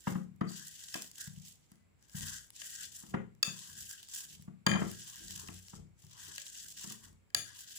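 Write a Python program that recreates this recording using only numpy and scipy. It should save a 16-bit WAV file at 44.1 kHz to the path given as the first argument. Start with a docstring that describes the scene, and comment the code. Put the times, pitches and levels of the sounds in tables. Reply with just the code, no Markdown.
"""Wire masher in a glass bowl

A wire masher is pressed and twisted through a moist mash in a glass bowl on a wooden table.
Pitched pops and fizz make the mash crackle; bursts of wavelets squelch and dense low bubbles gurgle.
Ticks and bounces ring the damped glass modes; knocks and a leaning load ring the table top.
A small hard kitchen answers with decaying noise, heard by two microphones some way apart."""
import sys
import numpy as np
from scipy import signal
from scipy.fft import rfft, irfft, next_fast_len
from scipy.io import wavfile
from scipy.ndimage import uniform_filter1d

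SR = 44100
rng = np.random.default_rng(int(sys.argv[2]) if len(sys.argv) > 2 else 0)


def unload_audio(sound):
    """Save the sound as a 16-bit wav file, at the path given as the first command line argument."""
    columns = np.transpose(np.atleast_2d(sound))
    # keep every value between -1 and 1, then stretch to whole-number steps
    steps = np.round(np.clip(columns, -1, 1) * 32767)
    wavfile.write(sys.argv[1], SR, steps.astype(np.int16))


def invert_db(x):
    """Field ratio 10**(x/20) for x, a level in decibels (scalar or array-like)."""
    u = np.asarray(x, float) / 20
    return 10 ** u


N = 343098  # length in samples

# balance of the two microphones: f/Hz, left over right/dB
LEFT_OVER_RIGHT = [(60, 3), (180, 3.5), (700, 7), (1400, 5.5), (2800, 9), (5600, 5), (9500, 7),
                   (14000, -7.5)]
# bowl knocking on the table: t/s, relative thump level/dB, favoured pitch f/Hz, hard edge re thump/dB
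BOWL_KNOCKS = [(0.069, -25.5, 205, -5), (0.112, -31.5, 194, -35), (0.151, -27, 204, -16),
               (0.309, -50, 192, -43), (0.409, -23.5, 221, -12), (0.447, -37, 200, -32),
               (0.504, -48.5, 192, -10), (0.95, -40, 276, -3), (1.269, -36, 138, -34),
               (1.368, -39.5, 143, -49), (1.713, -52.5, 217, -18), (2.142, -33, 150, -30.5),
               (3.031, -49, 234, -9.5), (3.123, -49.5, 189, -30), (3.138, -25.5, 216, -6.5),
               (3.471, -36.5, 166, -13), (4.389, -45, 152.7, -30), (4.475, -38, 199, -19.5),
               (4.663, -22, 208, -5), (4.684, -32.5, 192, -16), (4.699, -35, 189, -12.5),
               (4.708, -27.5, 193, -16), (4.723, -28.5, 191, -11), (4.738, -29, 192, -17),
               (4.749, -28.5, 197, -7.5), (4.76, -34, 202, -5.5), (4.815, -28, 237, -6.5),
               (4.86, -38.5, 206, -18), (4.889, -41, 199, -18.5), (5.431, -54, 402.3, -13),
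               (5.486, -44, 260, -8.5), (5.73, -43, 179, -8.5), (6.035, -43.5, 119, -27),
               (6.28, -56.5, 335, -30), (6.838, -48, 183, -6.5), (6.869, -42.5, 183, -34),
               (6.906, -47, 207, -9.5), (7.354, -39, 110, -17)]


def unit(x):
    """Scale to rms 1."""
    return x / np.sqrt(np.mean(x ** 2))


def colour(x, points, lag_s=0.):
    """Equalise by (f/Hz, gain/dB) points, straight between them over log frequency, and delay."""
    hz, db = np.transpose(points)
    length = x.shape[-1]
    size = next_fast_len(length, True)
    f = np.fft.rfftfreq(size, 1 / SR) + 1  # 1 Hz up, to keep the logarithm finite
    gain = invert_db(np.interp(np.log(f), np.log(hz), db))
    delay = np.exp(-2j * np.pi * f * lag_s)
    return irfft(rfft(x, size) * gain * delay, size)[..., :length]


def low_pass(x, hz):
    """Keep what lies below hz, without delay."""
    return signal.sosfiltfilt(signal.butter(2, hz, fs=SR, output="sos"), x)


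def high_pass(x, hz):
    """Second-order low cut."""
    return signal.sosfilt(signal.butter(2, hz, "highpass", fs=SR, output="sos"), x)


def ring(x, hz, t60):
    """One decaying mode, with a peak near 1 for a unit blow."""
    radius = 10 ** (-3 / (t60 * SR))
    w = 2 * np.pi * hz / SR
    return signal.lfilter([np.sin(w)], [1, -2 * radius * np.cos(w), radius * radius], x)


def walk(rate):
    """Random levels held 1 / rate s and slewed twice."""
    k = int(SR / rate)
    steps = np.repeat(rng.standard_normal(N // k + 1), k)
    return uniform_filter1d(uniform_filter1d(steps, k), k)[:N]


def blows(s, gain, shape):
    """The push shape laid at each time."""
    x = np.zeros(N)
    np.add.at(x, (np.asarray(s) * SR).astype(int), gain)
    return signal.fftconvolve(x, shape)[:N]


def grains(s, hz, cycles, size):
    """Short damped wavelets, one for each row; cycles sets how many turns they take to fade by 1 / e."""
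    out = np.zeros(N + SR)
    for at, f, c, g in zip((s * SR).astype(int), hz / SR, cycles, size):
        turn = np.arange(int(5 * c / f)) * f
        out[at:at + len(turn)] += g * np.cos(2 * np.pi * turn) * np.exp(-turn / c)
    return out[:N]


def effort_db(start, held, db, rise, fall, stall=0.):
    """Each effort swells, holds and dies away, ever faster as it stalls; overlapping ones add in power."""
    now = np.arange(0, N + 64, 64) / SR
    start, held, db, fall = (np.reshape(c, (-1, 1)) for c in (start, held, db, fall))
    before = np.maximum(start - now, 0)
    after = np.maximum(now - start - held, 0)
    each = db - rise * before - fall * after - stall * after ** 2
    total_db = 10 * np.log10(np.sum(invert_db(each) ** 2, axis=0) + 1e-16)
    return np.interp(np.arange(N) / SR, now, total_db)


def sides(left, right, left_lag_s=0.):
    """Colour the two microphones differently, and delay the left one."""
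    hz, db = np.transpose(LEFT_OVER_RIGHT)
    return np.array([colour(left, np.c_[hz, db / 2], left_lag_s), colour(right, np.c_[hz, -db / 2])])


def pair(x):
    """The bowl is nearer the right microphone in time, so the left one hears it about 1 ms later."""
    return sides(x, x, 0.001036)


def pushes():
    """The masher driven through the mash: level of the squelch, and of the bowl's hollow relative to it."""
    # t/s, held/s, squelch level/dB, dying away/(dB per s), hollow of the bowl re squelch/dB
    push_rows = [(0, 0.18, -65.5, 143, -14), (0.072, 0.04, -51.5, 300, 0), (0.495, 0.13, -54, 88, -3.5),
                 (.65, 0.018, -52.5, 50, -8), (.74, 0.089, -54, 99, -12), (.89, 0.058, -51, 108, -10),
                 (0.957, 0.074, -49, 195, -10), (1.162, 0.022, -53, 100, -23), (1.194, 0.029, -47, 110, -5),
                 (1.34, 0.056, -62, 105, -24), (1.452, 0.048, -58, 240, -23), (1.6, 0.06, -76, 298, -29),
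                 (1.71, 0.0047, -71.5, 160, -3), (1.76, 0.049, -84, 248, -12), (2.02, 0.073, -71.5, 95, -7),
                 (2.12, 0.018, -63.5, 104, -24), (2.161, 0.22, -49.5, 139, -2),
                 (2.555, 0.0086, -54.5, 111, -19), (2.612, 0.042, -49.5, 40, -10),
                 (2.701, 0.062, -51.5, 59, -4.5), (2.801, 0.025, -48, 158, -6.5),
                 (2.926, 0.073, -54.5, 143, -11), (3.05, 0.066, -63, 404, -26),
                 (3.5, 0.31, -52.5, 250, -7.5), (3.781, 0.12, -51.5, 41, -15.5),
                 (3.908, 0.011, -48, 116, -7.5), (3.97, 0.072, -60, 144, -9.5),
                 (4.101, 0.038, -55.5, 94.5, -25), (4.138, 0.051, -46, 108, -10),
                 (4.3, 0.03, -54, 189, -19), (4.41, 0.0082, -65, 270.5, -17.5), (4.8, .12, -51.5, 85, -9),
                 (4.981, 0.42, -52.5, 203, -9.5), (5.284, 0.083, -52, 78, -12),
                 (5.42, 0.072, -56.5, 100, -8), (5.53, 0.042, -55, 89, -17), (5.639, 0.13, -60, 408, -14),
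                 (5.992, 0.099, -70.5, 43, -12.5), (6.115, 0.051, -59, 53, -16),
                 (6.191, 0.14, -50.5, 102, -7.5), (6.359, 0.055, -53.5, 302, -16),
                 (6.465, 0.018, -55.5, 101, -15), (6.533, 0.11, -50, 129, -10),
                 (6.69, 0.023, -57.5, 199, -26), (6.778, 0.16, -50.5, 130.5, -10.5),
                 (7.04, 0.0069, -57, 230, -3), (7.46, 0.028, -57, 60, 0), (7.55, 0.028, -57.5, 75, -25),
                 (7.59, 0.015, -52, 68, -7), (7.682, 0.094, -53.5, 94, -14), (7.76, .03, -52.5, 102, -10)]
    rise_db_s, stall_db_s2 = 540.5, 908.5
    s, held, db, fall, hollow = np.transpose(push_rows)
    squelch_db = effort_db(s, held, db, rise_db_s, fall, stall_db_s2)
    hollow_db = effort_db(s, held, db + hollow, rise_db_s, fall, stall_db_s2) - squelch_db
    return squelch_db, hollow_db


def film_snaps():
    """Small films snap all at once: random blows that each fade within milliseconds."""
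    snaps_per_s, fade_s, least_db, spread_db = 120, 0.0015, -1.5, 2.5
    gap, luck = rng.exponential(size=(3000, 2)).T
    at = np.cumsum(gap) / snaps_per_s
    heard = at < N / SR
    gain = invert_db(least_db + spread_db * np.minimum(luck, 3))
    return blows(at[heard], gain[heard], np.exp(-np.arange(SR // 100) / SR / fade_s))


def tearing_films():
    """Pitched pops, one source to both microphones, over a dense fizz drawn apart for each."""
    when, pitch, length, luck = rng.random((7000, 4)).T
    size = invert_db(-4.5 * np.log(np.maximum(luck, .01)))
    pops = unit(grains(when * N / SR, 2600 * 6 ** pitch, 0.94 + 1.7 * length, size))
    fizz = rng.standard_normal((2, N)) * invert_db(4.2 * rng.standard_normal((2, N)))
    return invert_db(-14.0) * pair(pops) + unit(sides(fizz[0], fizz[1]))


def bowl_hollow(grain):
    """Air in the bowl resonates with the tearing films and wobbles in level."""
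    # f/Hz, width of one filter pass/Hz, relative level/dB
    air_modes = [(1624, 268, 5.5), (1843, 180, 0)]
    hollow = 0
    for f, width, g in air_modes:
        b, a = signal.iirpeak(f, f / width, SR)
        resonance = unit(signal.lfilter(b, a, signal.lfilter(b, a, grain)))
        hollow = hollow + resonance * invert_db(g - 10 + 3 * walk(25))
    return hollow


def mash(squelch_db, hollow_db):
    """Wet films tear all over the bowl; small and large ones take turns, so the colour keeps shifting."""
    # colour of the wet mash: f/Hz, gain/dB
    mash_colour = [(180, -37), (300, -18.5), (565, -45.5), (994, -15.5), (1280, -22), (1610, -14.5),
                   (1950, -3.5), (2280, -7.5), (2650, -2), (3080, 2.5), (4020, 0), (7690, 7.5),
                   (9090, -4.5), (10900, 0), (13800, -14.5), (15200, 0), (16000, -47)]
    # borders between the sizes of film: f/Hz
    size_borders = [2410, 3600, 5500, 9100]
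    snaps = film_snaps()
    flutter = invert_db(squelch_db + 0.4 + 0.74 * walk(45) + 2.5 * walk(170))
    grain = tearing_films()
    hollow = bowl_hollow(grain)
    wet = unit(colour(grain, mash_colour))
    below = [0] + [low_pass(wet, f) for f in size_borders] + [wet]
    shifting = 0
    for lower, upper in zip(below, below[1:]):
        shifting = shifting + invert_db(3.1 * walk(14) + 2.5 * walk(85)) * (upper - lower)
    bright = shifting - low_pass(shifting, 3500)  # the snaps are high in pitch
    return flutter * (shifting + snaps * bright + invert_db(np.minimum(hollow_db, 0)) * hollow)


def squelches():
    """A pocket of air bursts: a few milliseconds of wavelets scattered widely around its pitch."""
    # loud single squelches: t/s, relative level/dB, centre f/Hz
    pockets = [(.3612, -66, 7860), (.5642, -55, 7570), (.84, -51, 5000), (0.885, -51, 5800),
               (1.021, -38.5, 6840), (1.1142, -47.5, 7800), (1.1838, -44.5, 7640), (1.2146, -45, 7870),
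               (1.2747, -46, 7400), (1.3854, -58, 7150), (1.4567, -57, 7100), (1.4871, -60.5, 7060),
               (1.7176, -54, 7860), (1.756, -63, 7150), (2.0259, -62, 7060), (2.0962, -56, 7000),
               (2.1531, -46, 4900), (2.208, -42, 6160), (2.3008, -51, 7000), (2.3189, -52.5, 7380),
               (2.3517, -56.5, 7780), (2.5038, -47, 6800), (2.5896, -61.5, 7000), (2.6172, -46, 3600),
               (2.9263, -56, 6950), (3.0655, -54.5, 6650), (3.097, -55.5, 8000), (3.35, -68, 8200),
               (3.7856, -53, 5900), (3.9112, -40.5, 6600), (4.029, -45.5, 6600), (4.0867, -50, 7550),
               (4.4234, -53, 7800), (4.915, -40.5, 7070), (5.158, -42.5, 7200), (5.208, -49.5, 7840),
               (5.2843, -51.5, 7800), (5.3078, -39.5, 6900), (5.4745, -53, 3300), (5.486, -46.5, 1800),
               (5.6512, -66, 6500), (5.6833, -49, 5990), (5.9894, -79, 7260), (6.0667, -53.5, 7100),
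               (6.1291, -59, 7140), (6.359, -51, 6260), (6.3806, -35, 5500), (6.4172, -49, 6560),
               (6.4657, -47, 4500), (6.473, -54, 4500), (6.7763, -48, 6000), (6.8132, -45, 7400),
               (6.8427, -41.5, 6380), (6.922, -40, 7540), (7.0358, -50, 7060), (7.1288, -63, 7140),
               (7.548, -56.5, 7600), (7.6061, -47.5, 7240)]
    s, db, hz = np.repeat(pockets, 40, axis=0).T  # 40 wavelets each
    late, pitch, length = rng.random((len(s), 3)).T
    scattered_hz = np.minimum(hz * 2.6 ** (pitch - .5), SR / 3)
    size = invert_db(db + 6 * pitch - 14 * late)
    burst = grains(s + .0025 * late ** 2, scattered_hz, 1 + length, size)
    return high_pass(pair(burst), 1200)


def squish():
    """Mash squeezed through the wires gurgles low: dense, dull bubbles."""
    # t/s, held/s, level/dB
    squeeze_rows = [(.52, 0.098, -75), (2.17, 0.17, -68), (3.0, 0.15, -77.5), (3.5, 0.21, -71.5),
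                    (4.132, 0.09, -73), (5.08, 0.07, -70), (5.38, 0.076, -66.5), (1.18, 0.047, -88),
                    (6.15, 0.17, -68.5), (6.82, 0.13, -70.5), (7.039, 0.039, -70.5), (7.501, 0.075, -73.5)]
    lowest_hz, span = 949, 1.7  # span: ratio of the highest pitch to the lowest
    rise_db_s, fall_db_s = 308.5, 272.5
    when, pitch, length, luck = rng.random((9000, 4)).T
    size = invert_db(-3.0 * np.log(np.maximum(luck, .05)))
    bubbles = grains(when * N / SR, lowest_hz * span ** pitch, 1.0 + 3.8 * length, size)
    dull = uniform_filter1d(uniform_filter1d(bubbles, size=11), size=11)
    level_db = effort_db(*np.transpose(squeeze_rows), rise_db_s, fall_db_s)
    return pair(invert_db(level_db) * unit(dull))


def wire_rub():
    """Wire sliding on the glass: uneven bright noise makes one mode squeak."""
    rub_db = effort_db(.485, .03, -68, 900, 148)  # start s, held s, relative dB, rise and fall dB per s
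    scrape = invert_db(rub_db + 6.0 * walk(90)) * np.diff(rng.standard_normal(N + 1))
    return ring(scrape, 4550, 0.017)


def glass():
    """Each touch is a sharp tick and a quick bounce that ring the glass, damped by hand and mash."""
    # wire on glass: t/s, relative level/dB, then mode families 1, 2, 3 and bare tick re that/dB
    wire_clinks = [(0.409, -55.5, 9, -12, -21, -3.5), (0.941, -52, 18, 10.5, 21, 17.5),
                   (2.6175, -51.5, 8, 0, -5.5, -8), (3.428, -20, -13, -5, 1.5, -4),
                   (4.6642, -22.5, -0.5, -8, -18, -6), (4.6709, -40, 15, -12.5, -13, -6.5),
                   (4.692, -46, 14.5, -10.5, -14, -10.5), (4.735, -47, 17.5, -9, -14, -10.5),
                   (4.755, -49.5, 18.5, -8, -17, -8.5), (4.7135, -38.5, 14, -19, -12, -11),
                   (6.38, -48, 8, -17, 0, -4), (7.302, -74, 9.5, -13, -2, 8),
                   (7.3464, -23.5, -5.5, -5.5, -13, 3.5)]
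    # f/Hz, relative level/dB, t60/s
    glass_modes = [(590, -6, 0.046), (1266, 5, 0.016), (1652, 5.5, 0.035), (1860, -2, 0.03),
                   (2090, -7.5, 0.025), (2415, -2.5, 0.036), (2620, 0.5, 0.03), (3140, 7, 0.013),
                   (3470, 11, 0.016), (4653, 11.5, 0.014), (4850, 4, .012), (5334, 8.5, 0.014),
                   (6710, 3, 0.026), (7400, 2.5, 0.008), (9060, -0.5, 0.02), (9400, -17, .02),
                   (10640, -13, 0.0082)]
    # family of each mode (1); members rise and fall together with the place of the blow
    mode_family = [1, 2, 1, 1, 1, 1, 3, 1, 2, 0, 0, 3, 0, 2, 0, 3, 0]
    s, db, *family_db, tick_db = np.transpose(wire_clinks)
    family_db = [0] + family_db  # family 0 keeps the level of the clink
    rub = wire_rub()
    t = np.arange(int(0.012 * SR)) / SR
    tick = blows(s, invert_db(db + tick_db + 7.0), t / 0.00071 * np.exp(-t / 0.00077)) * rng.standard_normal(N)
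    out = colour(tick, [(400, -6.5), (1500, -6.5), (5000, 7), (8000, 6.0), (12000, 1.5),
                        (13600, -12.5), (15000, -3.0)])
    for k, (f, g, t60) in enumerate(glass_modes):
        gap = np.zeros(int(SR / f * np.ceil(.001 * f)) - 1)  # whole turns of the mode, 1 ms or more
        bounce = np.r_[.45, gap, .75, gap, .45]
        struck = blows(s, invert_db(db + family_db[mode_family[k]] - 11.0), bounce)
        out = out + (-1) ** k * invert_db(g) * ring(struck, f, t60)
    return pair(out + rub)


def rocking(s, gain, hz):
    """The bowl lands softly and springs back: a push and pull at its own pitch."""
    out = np.zeros(N)
    for at, g, f in zip((s * SR).astype(int), gain, hz):
        turn = np.arange(int(1.99 * SR / f)) * f / SR  # about two turns
        out[at:at + len(turn)] += g * np.hanning(len(turn)) * np.sin(2 * np.pi * turn) * 4 / len(turn)
    return out


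def leans():
    """Weight leaning on the bowl makes the table groan, above a steady resting load."""
    # t/s, held/s, relative level/dB
    lean_rows = [(.25, 0.019, -63), (.54, 0.026, -73), (1.03, 0.015, -88), (1.3, 0.086, -74),
                 (2.22, 0.0054, -54), (2.81, 0.015, -63), (3.1, 0.037, -52.5), (3.7, 0.14, -65.5),
                 (4.051, 0.31, -69.5), (4.56, 0.086, -68), (4.839, 0.01, -55), (5.2, 0.092, -64.5),
                 (5.34, 0.13, -64.5), (5.49, 0.041, -58), (5.78, 0.018, -58.5), (6.24, 0.082, -60.5),
                 (6.64, 0.024, -64.5), (6.78, 0.11, -64), (7.041, 0.066, -61), (7.45, 0.032, -67),
                 (7.66, 0.15, -73)]
    rise_db_s, fall_db_s, resting_db = 206.5, 206, -81.5
    return np.maximum(effort_db(*np.transpose(lean_rows), rise_db_s, fall_db_s), resting_db)


def table_top(groan_db):
    """Knocks and a grumbling load ring the table top; each knock favours the modes near its own pitch."""
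    # f/Hz, relative level/dB, t60/s
    table_modes = [(58.8, -24, 0.65), (91.8, -7, 0.42), (117.1, -12, 0.82), (154.4, 1, 0.33),
                   (183, 2, 0.31), (201.6, 0, 0.26), (217.1, -1, 0.25), (270.2, -1, 0.2),
                   (236, -2.5, 0.065), (326.4, 9, 0.09), (408.6, 6.5, 0.15), (528, -23, 0.23)]
    late_s = 0.0012  # the table top answers after the hard edge
    s, db, hz, _ = np.transpose(BOWL_KNOCKS)
    load = invert_db(groan_db - 31.5 + 6.2 * walk(9.7)) * rng.standard_normal(N)
    thump = 0
    for f, g, t60 in table_modes:
        struck = rocking(s + late_s, invert_db(db - 8.5 - 8.0 * np.abs(np.log2(f / hz))), hz)
        slow_load = (130 / f) ** 1.9 * load  # favours the low modes
        thump = thump + invert_db(g) * ring(struck + slow_load, f, t60)
    return pair(thump)


def foot_rattle():
    """The hard edge of each knock: a short noisy rattle of the bowl's foot."""
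    s, db, _, edge_db = np.transpose(BOWL_KNOCKS)
    t = np.arange(int(0.045 * SR)) / SR
    push = blows(s, invert_db(db + edge_db - 0.5), t / 0.0037 * np.exp(-t / 0.0049))
    rattle = push * rng.standard_normal((2, N))
    # one noise shared by both microphones, a softer copy of it added to the left, and a softer noise of its own
    # for the right
    return colour(pair(rattle[0]) + invert_db(-5.0) * rattle,
                  [(80, -23.5), (200, 1.5), (400, 22.0), (700, 14.0), (1000, 15), (1400, 18.5), (1750, 8.5),
                   (2300, 3), (2800, -2.0), (3300, -4.0), (4200, -17.0), (6000, -15.5), (16000, -38.0)])


def shift_balance(x):
    """The mash and glass shift in balance, nearly always to the right of their usual place."""
    # t/s, left over right/dB
    balance_shift = [(0, -7.5), (.5, -2.5), (1.5, -7), (2, -1.5), (2.3, -3), (3.25, -2), (3.6, -2.5),
                     (4.4, -6), (4.66, 1), (4.92, -5), (5.5, -3), (6.3, -2.5), (6.7, -5.5), (7.35, -1),
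                     (7.78, -4.5)]
    s, db = np.transpose(balance_shift)
    half_db = np.interp(np.arange(N) / SR, s, db) / 2
    return x * invert_db(np.array([half_db, -half_db]))


def squeak():
    """A faint thin tone that wavers in level."""
    level_db = effort_db(1.7, .17, -88, 600, 900) + 3 * walk(30)  # start s, held s, dB, rise and fall dB per s
    return pair(invert_db(level_db) * np.sin(2 * np.pi * 2003 * np.arange(N) / SR))


def kitchen(x):
    """Dense reflections arrive after a gap, build up, and die at a rate that depends on pitch."""
    # f/Hz, t60/s
    room_decay = [(125, 0.44), (500, 0.3), (2000, 0.26), (6000, 0.37), (14000, 0.24)]
    gap_s, rise_s, left_db = 0.01, 0.007, 1.5  # left_db: left over right
    t = np.arange(SR) / SR
    hz, t60 = np.transpose(room_decay)
    answer = 0
    for f in 88 * 2 ** np.arange(8):  # octave bands
        octave = signal.butter(2, [f, min(2 * f, 20000)], "bandpass", fs=SR, output="sos")
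        band = signal.sosfilt(octave, rng.standard_normal((2, SR)))
        answer = answer + band * 10 ** (-3 * t / np.interp(np.log(1.4 * f), np.log(hz), t60))
    answer = answer * (1 - np.exp(-np.maximum(t - gap_s, 0) / rise_s))
    answer = answer * invert_db(np.array([[left_db], [-left_db]]) / 2)
    answer = answer / np.sqrt(np.sum(answer ** 2) / 2)  # unit energy for a side on average
    return signal.fftconvolve(x, answer, axes=1)[:, :N]


def air():
    """The quiet rumble and hiss of kitchen and microphones: steady coloured noise."""
    # f/Hz, gain/dB
    air_colour = [(18, -24), (30, -9), (50, 4.5), (103, 4.5), (616, -14.5), (1910, -19), (2170, -15),
                  (3000, -23.5), (4190, -26), (6380, -31), (7670, -17.5), (9220, -41.5), (11100, -24.5),
                  (13700, -53), (15400, -22), (16200, -68)]
    return invert_db(-70.5) * unit(colour(rng.standard_normal((2, N)), air_colour))


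def scene():
    """All sources, with the bowl, glass and mash heard both direct and through the room."""
    # nearly flat colour of the wet mash as it leaves the bowl: f/Hz, gain/dB
    rim_colour = [(2000, -0.5), (2250, -0.5), (2550, 0), (3400, 0.5), (3900, -1), (4500, -0.5)]
    # colour of the reflections of hard blows: f/Hz, gain/dB
    echo_colour = [(300, 7.5), (1000, -4), (2000, 3), (3300, -1), (4700, -6), (5500, -10), (6700, 5),
                   (7250, -3.5), (9000, -2.5), (12000, 1)]
    squelch_db, hollow_db = pushes()
    wet = colour(shift_balance(mash(squelch_db, hollow_db) + squelches() + squish()), rim_colour)
    hard = foot_rattle() + shift_balance(glass())
    thump = table_top(leans())
    room = kitchen(invert_db(-11.0) * thump + invert_db(-6.5) * colour(hard, echo_colour) + invert_db(-11.5) * wet)
    return thump + hard + wet + room + air() + squeak()


def top_cut(x):
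    """Nothing passes above the cut-off."""
    return signal.sosfilt(signal.butter(12, 17000, fs=SR, output="sos"), x)


def record(dry):
    """The microphones lose the deep bass, below 45.8 Hz."""
    mix = high_pass(dry, 45.8)
    return top_cut(mix)


dry = scene()
out = record(dry)
unload_audio(out)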